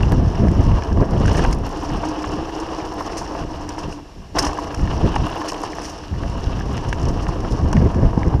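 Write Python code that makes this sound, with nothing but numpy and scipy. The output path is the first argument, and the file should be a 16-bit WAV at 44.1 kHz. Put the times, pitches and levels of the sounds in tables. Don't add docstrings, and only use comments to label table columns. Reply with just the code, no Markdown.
import sys
import numpy as np
from scipy import signal
from scipy.fft import rfft, irfft
from scipy.io import wavfile
from scipy.ndimage import uniform_filter1d

SR = 44100
rng = np.random.default_rng(int(sys.argv[2]) if len(sys.argv) > 2 else 0)


def unload_wav(signal):
    wavfile.write(
        sys.argv[1],
        SR,
        np.round(np.clip(np.atleast_2d(signal).T, -1, 1) * 32767).astype(np.int16),
    )


N = 370440
TIME = np.arange(N) / SR
TAPS = 2 ** 12

# (time [s], roar [dB], coarse gravel [dB], fine grit [dB])
TRAIL = [(0, -30.5, -1, -0.5), (0.6, -27.5, 0.5, -1), (1.15, -28, -4.5, -4.5), (1.28, -24.5, 7, 4),
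         (1.38, -21.5, 8, 5), (1.5, -24, 1, 1.5), (1.68, -28, 2, 2.5), (2.05, -27, 2, 1.5),
         (2.6, -28.5, 2.5, 0), (3.15, -27.5, -2, 3.5), (3.4, -31, -0.5, 0), (3.8, -32, 3, 0.5),
         (4.6, -31, -1, 0.5), (5.2, -28, 6.5, 1.5), (5.55, -28.5, 0, 3), (5.88, -31.5, 3, 5.5),
         (6.1, -39, 4, 1.5), (6.22, -34.5, 3, 1), (6.85, -30.5, 3, -0.5), (7.8, -28, -3.5, -2),
         (8.4, -29, -6.5, -7)]
# (time [s], relative level [dB], pitch [Hz])
BUMPS = [(0.123, -17.5, 662), (0.471, -18.5, 810), (0.972, -16.5, 550), (1.0, -19, 920), (1.014, -15, 600),
         (1.447, -16.5, 800), (1.636, -25, 1080), (2.033, -16, 750), (2.052, -17.5, 835), (2.241, -19, 950),
         (2.748, -26, 829), (3.007, -16, 1080), (3.35, -18, 947), (3.78, -19.5, 867), (4.351, -18.5, 838),
         (4.465, -13.5, 660), (4.586, -15, 1069), (4.669, -25, 942), (4.875, -27, 960), (5.011, -22, 940),
         (5.161, -10.5, 755), (5.267, -18, 1030), (5.414, -19.5, 1020), (5.52, -18.5, 800),
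         (5.635, -15, 881), (6.353, -24, 930), (7.287, -20.5, 930), (7.446, -20.5, 941),
         (7.729, -15.5, 950), (8.029, -22, 581), (8.131, -20, 668), (8.1745, -18.5, 699),
         (8.339, -17.5, 807)]


def undb(db):
    return 10 ** (np.asarray(db) / 20)


def curves(table):
    times, *columns = np.transpose(table)
    return [np.interp(TIME, times, column) for column in columns]


def steady(x, span_s):
    return x / np.sqrt(np.abs(uniform_filter1d(x * x, int(span_s * SR) + 1)) + 1e-12)


def walk(rate_hz):
    hold = int(SR / rate_hz)
    steps = np.repeat(rng.standard_normal(N // hold + 1), hold)[:N]
    smooth = uniform_filter1d(uniform_filter1d(steps, hold), hold)
    return smooth / smooth.std()


def add(out, s, sound):
    start = max(int(s * SR), 0)
    out[start:start + len(sound)] += sound[:len(out[start:])]


def through_case(force, spectrum):
    # (frequency [Hz], width [Hz], boost [dB])
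    case_modes = [(678.5, 63, 6), (950, 41, 4), (1695, 390, 7), (2816, 570, 9), (5110, 94, 3),
                  (5385, 370, 7.5), (5710, 280, 4), (5990, 220, 3.5), (6990, 100, 6), (8370, 100, 4.5),
                  (9400, 170, 3)]
    freqs = np.maximum(np.fft.rfftfreq(TAPS, 1 / SR), 1)
    hz, db = np.transpose(spectrum)
    db = np.interp(np.log(freqs), np.log(hz), db)
    db += sum(boost / (1 + (2 * (freqs - centre) / width) ** 2) for centre, width, boost in case_modes)
    cepstrum = irfft(np.log(undb(db)))
    cepstrum[1:TAPS // 2] *= 2
    cepstrum[TAPS // 2 + 1:] = 0
    impulse = irfft(np.exp(rfft(cepstrum)))
    return signal.oaconvolve(force, impulse / np.linalg.norm(impulse))[:len(force)]


def resonate(x, hz, width_hz):
    return signal.lfilter(*signal.iirpeak(min(hz, .45 * SR), hz / width_hz, fs=SR), x)


def ringing(modes):
    t = TIME[:2 * TAPS]
    return sum(undb(db - 60 * t / t60) * np.sin(2 * np.pi * hz * t) for hz, db, t60 in modes)


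def grains(per_s, spread_db):
    hit = rng.random(N) < per_s / SR
    return hit * rng.choice([-1, 1], N) * undb(spread_db * np.clip(rng.standard_normal(N), -3, 2.6))


def blow(spectrum, rise_s, fall_s, snap):
    t = TIME[:2 * TAPS]
    force = rng.standard_normal(len(t)) * (1 - np.exp(-t / rise_s)) * np.exp(-t / fall_s)
    force /= np.linalg.norm(force)
    force[0] += snap
    return through_case(force, spectrum)


def airstream(full_buffet_db):
    # (time [s], buffet level [dB])
    breeze = [(0, -22), (0.72, -24.5), (0.85, -29.5), (1.07, -32), (1.25, -24), (1.5, -17), (1.75, -31.5),
              (2.8, -38), (3.6, -30), (4.05, -43.5), (4.7, -32.5), (5.05, -20), (5.42, -37.5),
              (6.09, -38.5), (6.13, -25.5), (7.45, -24.5), (7.8, -23.5), (8.4, -18.5)]
    # (time of peak [s], level [dB], length [s], extra turbulence [dB])
    gusts = [(0.057, -15, 0.1, -2), (0.136, -14.5, 0.03, 4.5), (0.203, -11.5, 0.057, -1),
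             (0.27, -13.5, 0.045, -4.5), (0.464, -13, .11, 3.5), (0.593, -10, 0.041, 0.5),
             (0.705, -11, 0.12, -5.5), (0.928, -15, 0.061, 0.5), (0.975, -14.5, 0.02, 4),
             (1.007, -13, 0.045, 8), (1.188, -17.5, 0.15, 5.5), (1.28, -13.5, 0.1, 0.5),
             (1.388, -17.5, 0.03, 6.5), (1.49, -10.5, 0.016, -3), (1.948, -23, 0.1, 1.5),
             (2.295, -25, .04, -4), (2.377, -29.5, 0.081, 5.5), (3.433, -29, 0.065, 4),
             (3.88, -27.5, 0.052, 3.5), (4.196, -34, 0.042, -4), (4.401, -25.5, 0.052, -15),
             (4.488, -22, .04, -7), (4.833, -15.5, 0.069, -5.5), (4.95, -23, 0.11, -2),
             (5.058, -17, 0.04, 8), (5.214, -17, 0.065, -4), (6.142, -22, 0.045, -5),
             (6.258, -26.5, 0.035, 7), (6.483, -17.5, 0.035, -9), (6.711, -23.5, 0.086, 6),
             (6.886, -19.5, 0.03, -2), (7.062, -19.5, 0.077, 0), (7.177, -23.5, 0.099, 3),
             (7.293, -18, 0.028, -2), (7.537, -15, 0.024, -5), (7.651, -14.5, 0.07, -0.5),
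             (7.772, -9.5, 0.039, 3), (7.84, -11.5, 0.065, 4), (7.974, -18, 0.027, 7),
             (8.046, -10, 0.062, -1), (8.275, -16.5, 0.034, 6), (8.35, -12.5, 0.025, 1)]
    breeze_db, = curves(breeze)
    power = undb(breeze_db + 1.3 * walk(16)) ** 2
    turbulence = power.copy()
    for s, db, length, extra_db in gusts:
        near = np.abs(TIME - s) < 2 * length
        bell = np.exp(-(2 * (TIME[near] - s) / length) ** 2)
        power[near] += bell * undb(db) ** 2
        turbulence[near] += bell * undb(db + extra_db) ** 2
    excess_db = 10 * np.log10(turbulence) - full_buffet_db
    eddy_db = full_buffet_db - 7 + 0.93 * excess_db
    return 10 * np.log10(power), eddy_db


def wind(full_buffet_db=-15.5):
    # (frequency [Hz], level [dB])
    buffet_spectrum = [(12, -19), (25, -3), (50, -1), (85, -1.5), (125, -5), (180, -16.5), (300, -23.5),
                       (700, -86.5)]
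    # (frequency [Hz], level [dB])
    eddy_spectrum = [(50, -24.5), (110, -8), (160, 0.5), (250, -5), (400, -10), (600, -18.5), (1000, -40),
                     (2000, -43.5), (5000, -79)]
    buffet_db, eddy_db = airstream(full_buffet_db)
    shove = through_case(rng.standard_normal(N), buffet_spectrum)
    slow = signal.sosfilt(signal.butter(1, 45, fs=SR, output="sos"), shove)
    speed = np.clip(undb(0.75 * (buffet_db - full_buffet_db)), 0, 1)
    buffet = steady(slow + speed * (shove - slow), span_s=0.0627)
    flurry = undb(5.4 * walk(70)) * (1 + 0.28 * np.abs(buffet))
    eddies = steady(through_case(rng.standard_normal(N) * flurry, eddy_spectrum), span_s=0.034)
    return buffet * undb(buffet_db) + eddies * undb(eddy_db + 1.34 * walk(25))


def air_hiss(level_db=-51.5):
    # (frequency [Hz], level [dB])
    hiss_spectrum = [(500, 0), (1500, -3.5), (3000, -4), (5500, -3.5), (8000, -13.5), (13000, -20),
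                     (15500, -52)]
    return through_case(rng.standard_normal(N), hiss_spectrum) * undb(level_db)


def contact_db():
    # (take-off [s], landing [s], drop in the air [dB], landing surge [dB])
    jumps = [(1.523, 1.637, -14, -0.5), (3.91, 4.348, -15.5, 11)]
    lift_s, touch_s, settle_s = 0.085, 0.013, 0.19
    hard_bump_db, jolt_s = -11.5, 0.024
    weight_db = np.zeros(N)
    for off, down, drop_db, surge_db in jumps:
        flying = drop_db * (1 - np.exp(-np.maximum(TIME - off, 0) / lift_s))
        landed = surge_db * np.exp(-np.maximum(TIME - down, 0) / settle_s)
        touch = np.clip(.5 + (TIME - down) / (2 * touch_s), 0, 1)
        weight_db += (1 - touch) * flying + touch * landed
    recovery = np.exp(-TIME[:2 * TAPS] / jolt_s)
    for s, bump_db, _ in BUMPS:
        add(weight_db, s, undb(.5 * (bump_db - hard_bump_db)) * recovery)
    return weight_db


def stirred_db(load_share, mean_roar_db=-28):
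    roar_db, _, _ = curves(TRAIL)
    weight_db = contact_db()
    airborne_hush_db = 0.61 * np.minimum(weight_db, 0)
    return load_share * (roar_db - mean_roar_db) + weight_db + airborne_hush_db


def tyres():
    # (frequency [Hz], level [dB])
    roar_spectrum = [(60, -5.5), (220, -5.5), (330, 4), (420, 2.5), (500, 2.5), (580, -3.5), (800, 1),
                     (1100, -1.5), (1400, -16), (2200, -26.5), (5000, -69.5)]
    # (frequency [Hz], level [dB])
    crunch_spectrum = [(600, -10.5), (1200, 10), (1600, -2), (2200, -8), (3000, -0.5), (3700, -5.5),
                       (5000, -10.5), (9000, -39)]
    # (frequency [Hz], level [dB])
    grit_spectrum = [(2000, -5), (3700, -7), (4500, 2.5), (6300, -1), (7400, -11.5), (9300, -13.5),
                     (11000, -18), (13000, -33), (15500, -46)]
    roar_db, coarse_db, fine_db = curves(TRAIL)
    load, bounce = walk(55), walk(16)
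    pounding = grains(per_s=3500, spread_db=3.5) * undb(2.2 * load)
    crushing = grains(per_s=2000, spread_db=3.0) * undb(1.56 * load + 2.4 * walk(90))
    spraying = grains(per_s=6000, spread_db=2.5) * undb(0.78 * load + 2.4 * walk(110))
    roar = steady(through_case(pounding, roar_spectrum), span_s=0.11)
    crunch = steady(through_case(crushing, crunch_spectrum), span_s=0.29)
    grit = steady(through_case(spraying, grit_spectrum), span_s=0.21)
    return (roar * undb(-1.35 + roar_db + contact_db() + bounce)
            + crunch * undb(-43 + coarse_db + stirred_db(load_share=0.69) + 1.24 * bounce)
            + grit * undb(-47 + fine_db + stirred_db(load_share=0.58) + 0.9 * bounce))


def tread(mismatch=0.035, waver=0.034, rear_db=-3, rough_db=4):
    # (time [s], pitch [Hz], level [dB])
    hum_course = [(0, 289.7, -38), (1.5, 292.3, -39), (1.85, 297, -30), (2.08, 299.4, -28),
                  (2.32, 308, -29.5), (2.62, 316, -31.5), (2.95, 306, -35.5), (3.25, 301.7, -35),
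                  (3.8, 301, -35.5), (4.03, 298, -29.5), (4.25, 298, -42.5), (4.47, 296, -35),
                  (4.9, 297.3, -36), (5.5, 310.2, -31), (6.0, 295.2, -42.5), (8.4, 301.7, -37.5)]
    hz, db = curves(hum_course)
    front_hz = hz * (1 + mismatch / 2 + waver * walk(70))
    rear_hz = hz * (1 - mismatch / 2 + waver * walk(70))
    front, rear = (np.sin(2 * np.pi * np.cumsum(pitch) / SR) for pitch in (front_hz, rear_hz))
    hum = (front + undb(rear_db) * rear) * undb(rough_db * walk(50))
    return steady(hum, span_s=0.16) * undb(db + 0.94 * contact_db())


def pebbles(count=1300, skid_s=0.0012):
    # (frequency [Hz], level [dB])
    pebble_spectrum = [(1000, -6), (1800, 9), (3000, -1), (4000, -7), (5800, 5.5), (7500, -5.5),
                       (10000, -12.5), (12500, -3), (15000, -23)]
    ticks, t = np.zeros(N), TIME[:TAPS // 4]
    for when, smallness, strength in rng.random((count, 3)):
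        skid = rng.standard_normal(len(t)) * np.exp(-t / skid_s)
        hz = 1800 + 8500 * smallness ** 1.4
        tick = resonate(skid, hz, width_hz=hz / 4)
        add(ticks, when * N / SR, tick * undb(12 * strength ** 3 * (1 - .5 * smallness)))
    _, _, fine_db = curves(TRAIL)
    spray_db = -51.5 + 1.2 * walk(22) + 1.26 * fine_db + stirred_db(load_share=0.41)
    return steady(through_case(ticks, pebble_spectrum), span_s=0.47) * undb(spray_db)


def stones():
    # (time [s], relative level [dB], pitch [Hz], ring [gain])
    knocks = [(0.0065, -21.5, 1900, 0.1), (0.0319, -18, 2850, 1.7), (0.124, -19.5, 1660, 1.5),
              (0.397, -28, 1600, 0.8), (0.4837, -23, 1800, 0.3), (0.717, -27, 2900, 1.2),
              (0.823, -22, 1700, 0.3), (0.919, -27, 1660, 2), (1.2555, -17, 1500, 0.3),
              (1.281, -14.5, 1630, 1.2), (1.3486, -19, 1700, 0.6), (1.381, -21, 2000, 0.3),
              (1.394, -17, 1700, 0.3), (1.438, -22, 2300, 0.2), (1.4484, -16.5, 1900, 0.1),
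              (1.451, -22, 2900, 0.5), (1.5121, -26, 1700, 0.4), (2.04, -23, 1800, 0.1),
              (2.242, -22, 1600, 0.4), (3.1, -26, 1800, 0.4), (3.133, -27, 2000, 0.4),
              (3.781, -26, 1700, 0.1), (3.926, -28, 2800, 1.2), (4.385, -11.5, 1780, 1.3),
              (4.4523, -22, 1700, 1.2), (4.468, -20, 1700, 0.5), (4.531, -18, 1070, 1.2),
              (4.574, -24, 1700, 0.6), (4.744, -20, 1300, 0.5), (4.795, -25, 1500, 0.5),
              (4.875, -22, 1800, 0.1), (5.142, -16, 907, 1.5), (5.159, -19, 1800, 0.1),
              (5.162, -18.5, 2700, 0.3), (5.1635, -13, 855, 1.1), (5.267, -25, 1350, 0.6),
              (5.328, -20, 950, 1.2), (5.347, -25, 1500, 0.6), (5.364, -17, 1050, 1),
              (5.366, -27, 2950, 2.2), (5.417, -22, 1733, 2.2), (5.5, -24, 2900, 2),
              (5.544, -24, 3300, 0.6), (5.636, -25, 1400, 0.3), (5.785, -17.5, 1000, 1.2),
              (6.235, -24, 1900, 0.3), (6.592, -29, 1600, 0.6), (6.609, -21, 1640, 1.2),
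              (6.778, -23, 1900, 0.4), (6.9288, -19, 2300, 0.2), (7.2678, -22.5, 1950, 1.1),
              (7.7297, -17.5, 1150, 0.4), (7.7307, -25, 2900, 0.2), (7.768, -18, 1960, 2.7),
              (7.945, -28, 1900, 0.3), (8.2318, -19.5, 1960, 2.0)]
    # (frequency [multiple of its pitch], level [dB])
    crack_shape = [(0.1, -22), (0.55, -0.5), (1, 0), (1.35, -8), (1.8, -14), (3, -21), (7, -58)]
    out = np.zeros(N)
    for s, db, hz, ring in knocks:
        spectrum = [(hz * multiple, gain_db) for multiple, gain_db in crack_shape]
        knock = blow(spectrum, rise_s=0.00031, fall_s=0.0029, snap=0.97)
        knock += ring * resonate(knock, hz, width_hz=200)
        add(out, s, knock / np.linalg.norm(knock) * undb(db + 15))
    return out


def chain_rattle(jiggles_per_s=2.2, jiggle_db=-40, jiggle_s=0.005):
    # (time [s], relative level [dB], length [s])
    slaps = [(0.026, -31, .003), (1.259, -25.5, 0.0038), (1.276, -28, 0.0046), (1.334, -35, .005),
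             (1.372, -29.5, 0.023), (1.439, -26, 0.0049), (1.527, -21.5, 0.0051), (2.051, -32, .012),
             (2.086, -30, .009), (2.6, -30, 0.0067), (3.171, -25, 0.027), (3.691, -25.5, 0.0051),
             (3.784, -33.5, 0.022), (3.914, -37, 0.032), (4.386, -13, 0.014), (4.424, -21.5, 0.012),
             (4.448, -20.5, 0.0084), (4.464, -24.5, 0.018), (4.746, -23, 0.0028), (5.154, -29.5, .009),
             (5.483, -22.5, 0.02), (5.632, -29.5, 0.011), (5.831, -31, 0.042), (5.894, -32, .014),
             (6.768, -31.5, 0.0055), (6.887, -31.5, 0.012), (6.928, -27, 0.003), (7.029, -31.5, 0.005),
             (7.084, -30, 0.012), (7.222, -37, 0.019), (7.283, -33.5, 0.007), (7.507, -36, 0.027),
             (7.728, -23, 0.0043)]
    # (frequency [Hz], level [dB])
    slap_spectrum = [(800, -18), (1700, 0), (3500, -11.5), (5000, 3.5), (6400, 3), (7500, -6.5),
                     (9200, -5.5), (12000, -18.5), (14000, -25), (15500, -48)]
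    # (frequency [Hz], width [Hz], gain [dB])
    chain_modes = [(4280, 150, 2), (5170, 39, -18), (5200, 42, -12), (5700, 26, -17), (6400, 200, -7),
                   (9930, 97, -10)]
    clatter, drive = np.zeros(N), np.zeros(N)
    shake_db = stirred_db(load_share=.5)
    jiggles = [(when * N / SR, jiggle_db + shake_db[int(when * N)] + 6 * (force - .5), jiggle_s)
               for when, force in rng.random((int(jiggles_per_s * N / SR), 2))]
    for s, db, length in slaps + jiggles:
        burst = blow(slap_spectrum, rise_s=0.18 * length, fall_s=0.64 * length, snap=0.27)
        burst *= np.sqrt(length * SR) * undb(db - 7)
        add(clatter, s, burst)
        add(drive, s, burst * undb(0.11 * (db - 4)))
    return clatter + sum(undb(db) * resonate(drive, hz, width) for hz, width, db in chain_modes)


def click(at_s=0.1212, peak_db=-11, decay_s=0.00035):
    out = np.zeros(N)
    add(out, at_s, -undb(peak_db) * np.exp(-TIME[:TAPS] / decay_s))
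    return out


def bumps():
    # (frequency [Hz], level [dB])
    thud_spectrum = [(60, -2), (200, 2), (400, 0), (700, -4.5), (1050, -0.5), (1400, -15), (2500, -27.5),
                     (5000, -35), (12000, -99)]
    out = np.zeros(N)
    for s, db, hz in BUMPS:
        thud = blow(thud_spectrum, rise_s=0.00076, fall_s=0.004, snap=0.33)
        thud += 2.6 * resonate(thud, hz, width_hz=380)
        add(out, s, thud / np.linalg.norm(thud) * undb(db + 20.5))
    return out


def low_thumps(rise_cycles=0.3):
    # (time [s], envelope peak [dB], pitch [Hz])
    thumps = [(0.128, -7, 125), (0.986, -5, 90), (1.0158, -5.5, 135), (5.041, -9, 130), (7.059, -13, 85),
              (8.029, -8, 120), (8.176, -1.5, 191)]
    out, t = np.zeros(N), TIME[:TAPS]
    for s, db, hz in thumps:
        age = t * hz / rise_cycles
        add(out, s, undb(db) * age * np.exp(1 - age) * np.sin(2 * np.pi * hz * t))
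    return out


def gravel_chips(skid_s=0.0013, snap=2.7, ring_q=2.2):
    # (time [s], relative peak [dB], pitch [Hz])
    chips = [(0.4835, -26, 5500), (0.515, -30, 8000), (0.651, -28, 5500), (0.836, -25.5, 5500),
             (0.928, -29, 5500), (1.006, -29, 5500), (1.109, -30, 5800), (1.2, -29, 5500),
             (1.2416, -35, 7000), (1.3314, -30, 9000), (1.3693, -21, 8500), (1.392, -27, 7000),
             (1.512, -31, 8500), (1.5265, -25, 6500), (1.537, -29, 6000), (1.548, -31, 10500),
             (1.5868, -34, 9500), (1.6662, -28, 11500), (1.6926, -32, 9500), (1.7759, -37, 9000),
             (2.748, -25, 5500), (3.691, -25, 7000), (4.532, -26, 5500), (4.867, -32, 5500),
             (5.2666, -28, 11000), (5.2836, -31, 8500), (5.301, -32, 9500), (5.3545, -34, 11500),
             (5.3794, -35, 11000), (5.397, -35, 10000), (5.4538, -35, 10000), (5.519, -19, 6000),
             (5.532, -25, 6500), (5.6039, -28, 7000), (5.6169, -30, 10000), (5.634, -28, 7000),
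             (5.665, -33, 6000), (5.7211, -31, 7550), (5.8199, -27, 9500), (5.8957, -34, 8000),
             (6.082, -28, 4500), (6.3, -30, 5500), (6.441, -24.5, 4500), (6.779, -24, 5000),
             (6.998, -27, 5600), (7.054, -26, 5500), (7.405, -28, 6000), (7.522, -25, 6000),
             (7.7295, -22, 7000), (7.767, -29, 5400), (7.947, -30, 5500)]
    # (frequency [Hz], level [dB])
    chip_spectrum = [(1500, -2), (5000, 4), (8000, -2), (11500, -5), (13000, -10), (15500, -29)]
    out, t = np.zeros(N), TIME[:TAPS // 4]
    for s, db, hz in chips:
        force = rng.standard_normal(len(t)) * np.exp(-t / skid_s)
        force[0] = snap
        tick = resonate(through_case(force, chip_spectrum), hz, width_hz=hz / ring_q)
        add(out, s, tick / np.abs(tick).max() * undb(db - 1.5))
    return out


def landing_clank(at_s=4.388, peak_db=-8, push_s=0.0056):
    # (frequency [Hz], level [dB], time to fall 60 dB [s])
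    metal_modes = [(5080, 0, 0.032), (5450, 3, 0.031), (5500, 0, .03), (5960, -7, .03), (7800, -17, .018)]
    out, t = np.zeros(N), TIME[:2 * TAPS]
    links = rng.standard_normal(len(t)) * np.exp(-t / push_s)
    clank = signal.oaconvolve(links, ringing(metal_modes))[:len(t)]
    add(out, at_s, clank / np.abs(clank).max() * undb(peak_db))
    return out


def big_stone(at_s=6.9281, peak_db=-6.5, contact_s=0.0003):
    # (frequency [Hz], level [dB], time to fall 60 dB [s])
    tube_modes = [(955, -7, 0.035), (1240, -11, .016), (1670, 2, 0.011), (2250, -7, .005), (2780, -4, .013),
                  (4030, -19, .014), (5400, -13, .008)]
    out = np.zeros(N)
    push = np.hanning(int(contact_s * SR))
    clack = np.convolve(ringing(tube_modes), push)
    add(out, at_s, clack / np.abs(clack).max() * undb(peak_db))
    return out


def scene():
    rolling = tyres() + tread() + pebbles() + gravel_chips()
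    knocks = bumps() + stones() + big_stone() + chain_rattle() + landing_clank()
    return (wind() + low_thumps() + air_hiss() + rolling + knocks + click())[None]


def record(dry, ceiling=0.92, top_hz=15400):
    rounded = dry / (1 + (dry / ceiling) ** 6) ** (1 / 6)
    return signal.sosfilt(signal.ellip(8, .2, 70, top_hz, fs=SR, output="sos"), rounded)


dry = scene()
out = record(dry)
unload_wav(out)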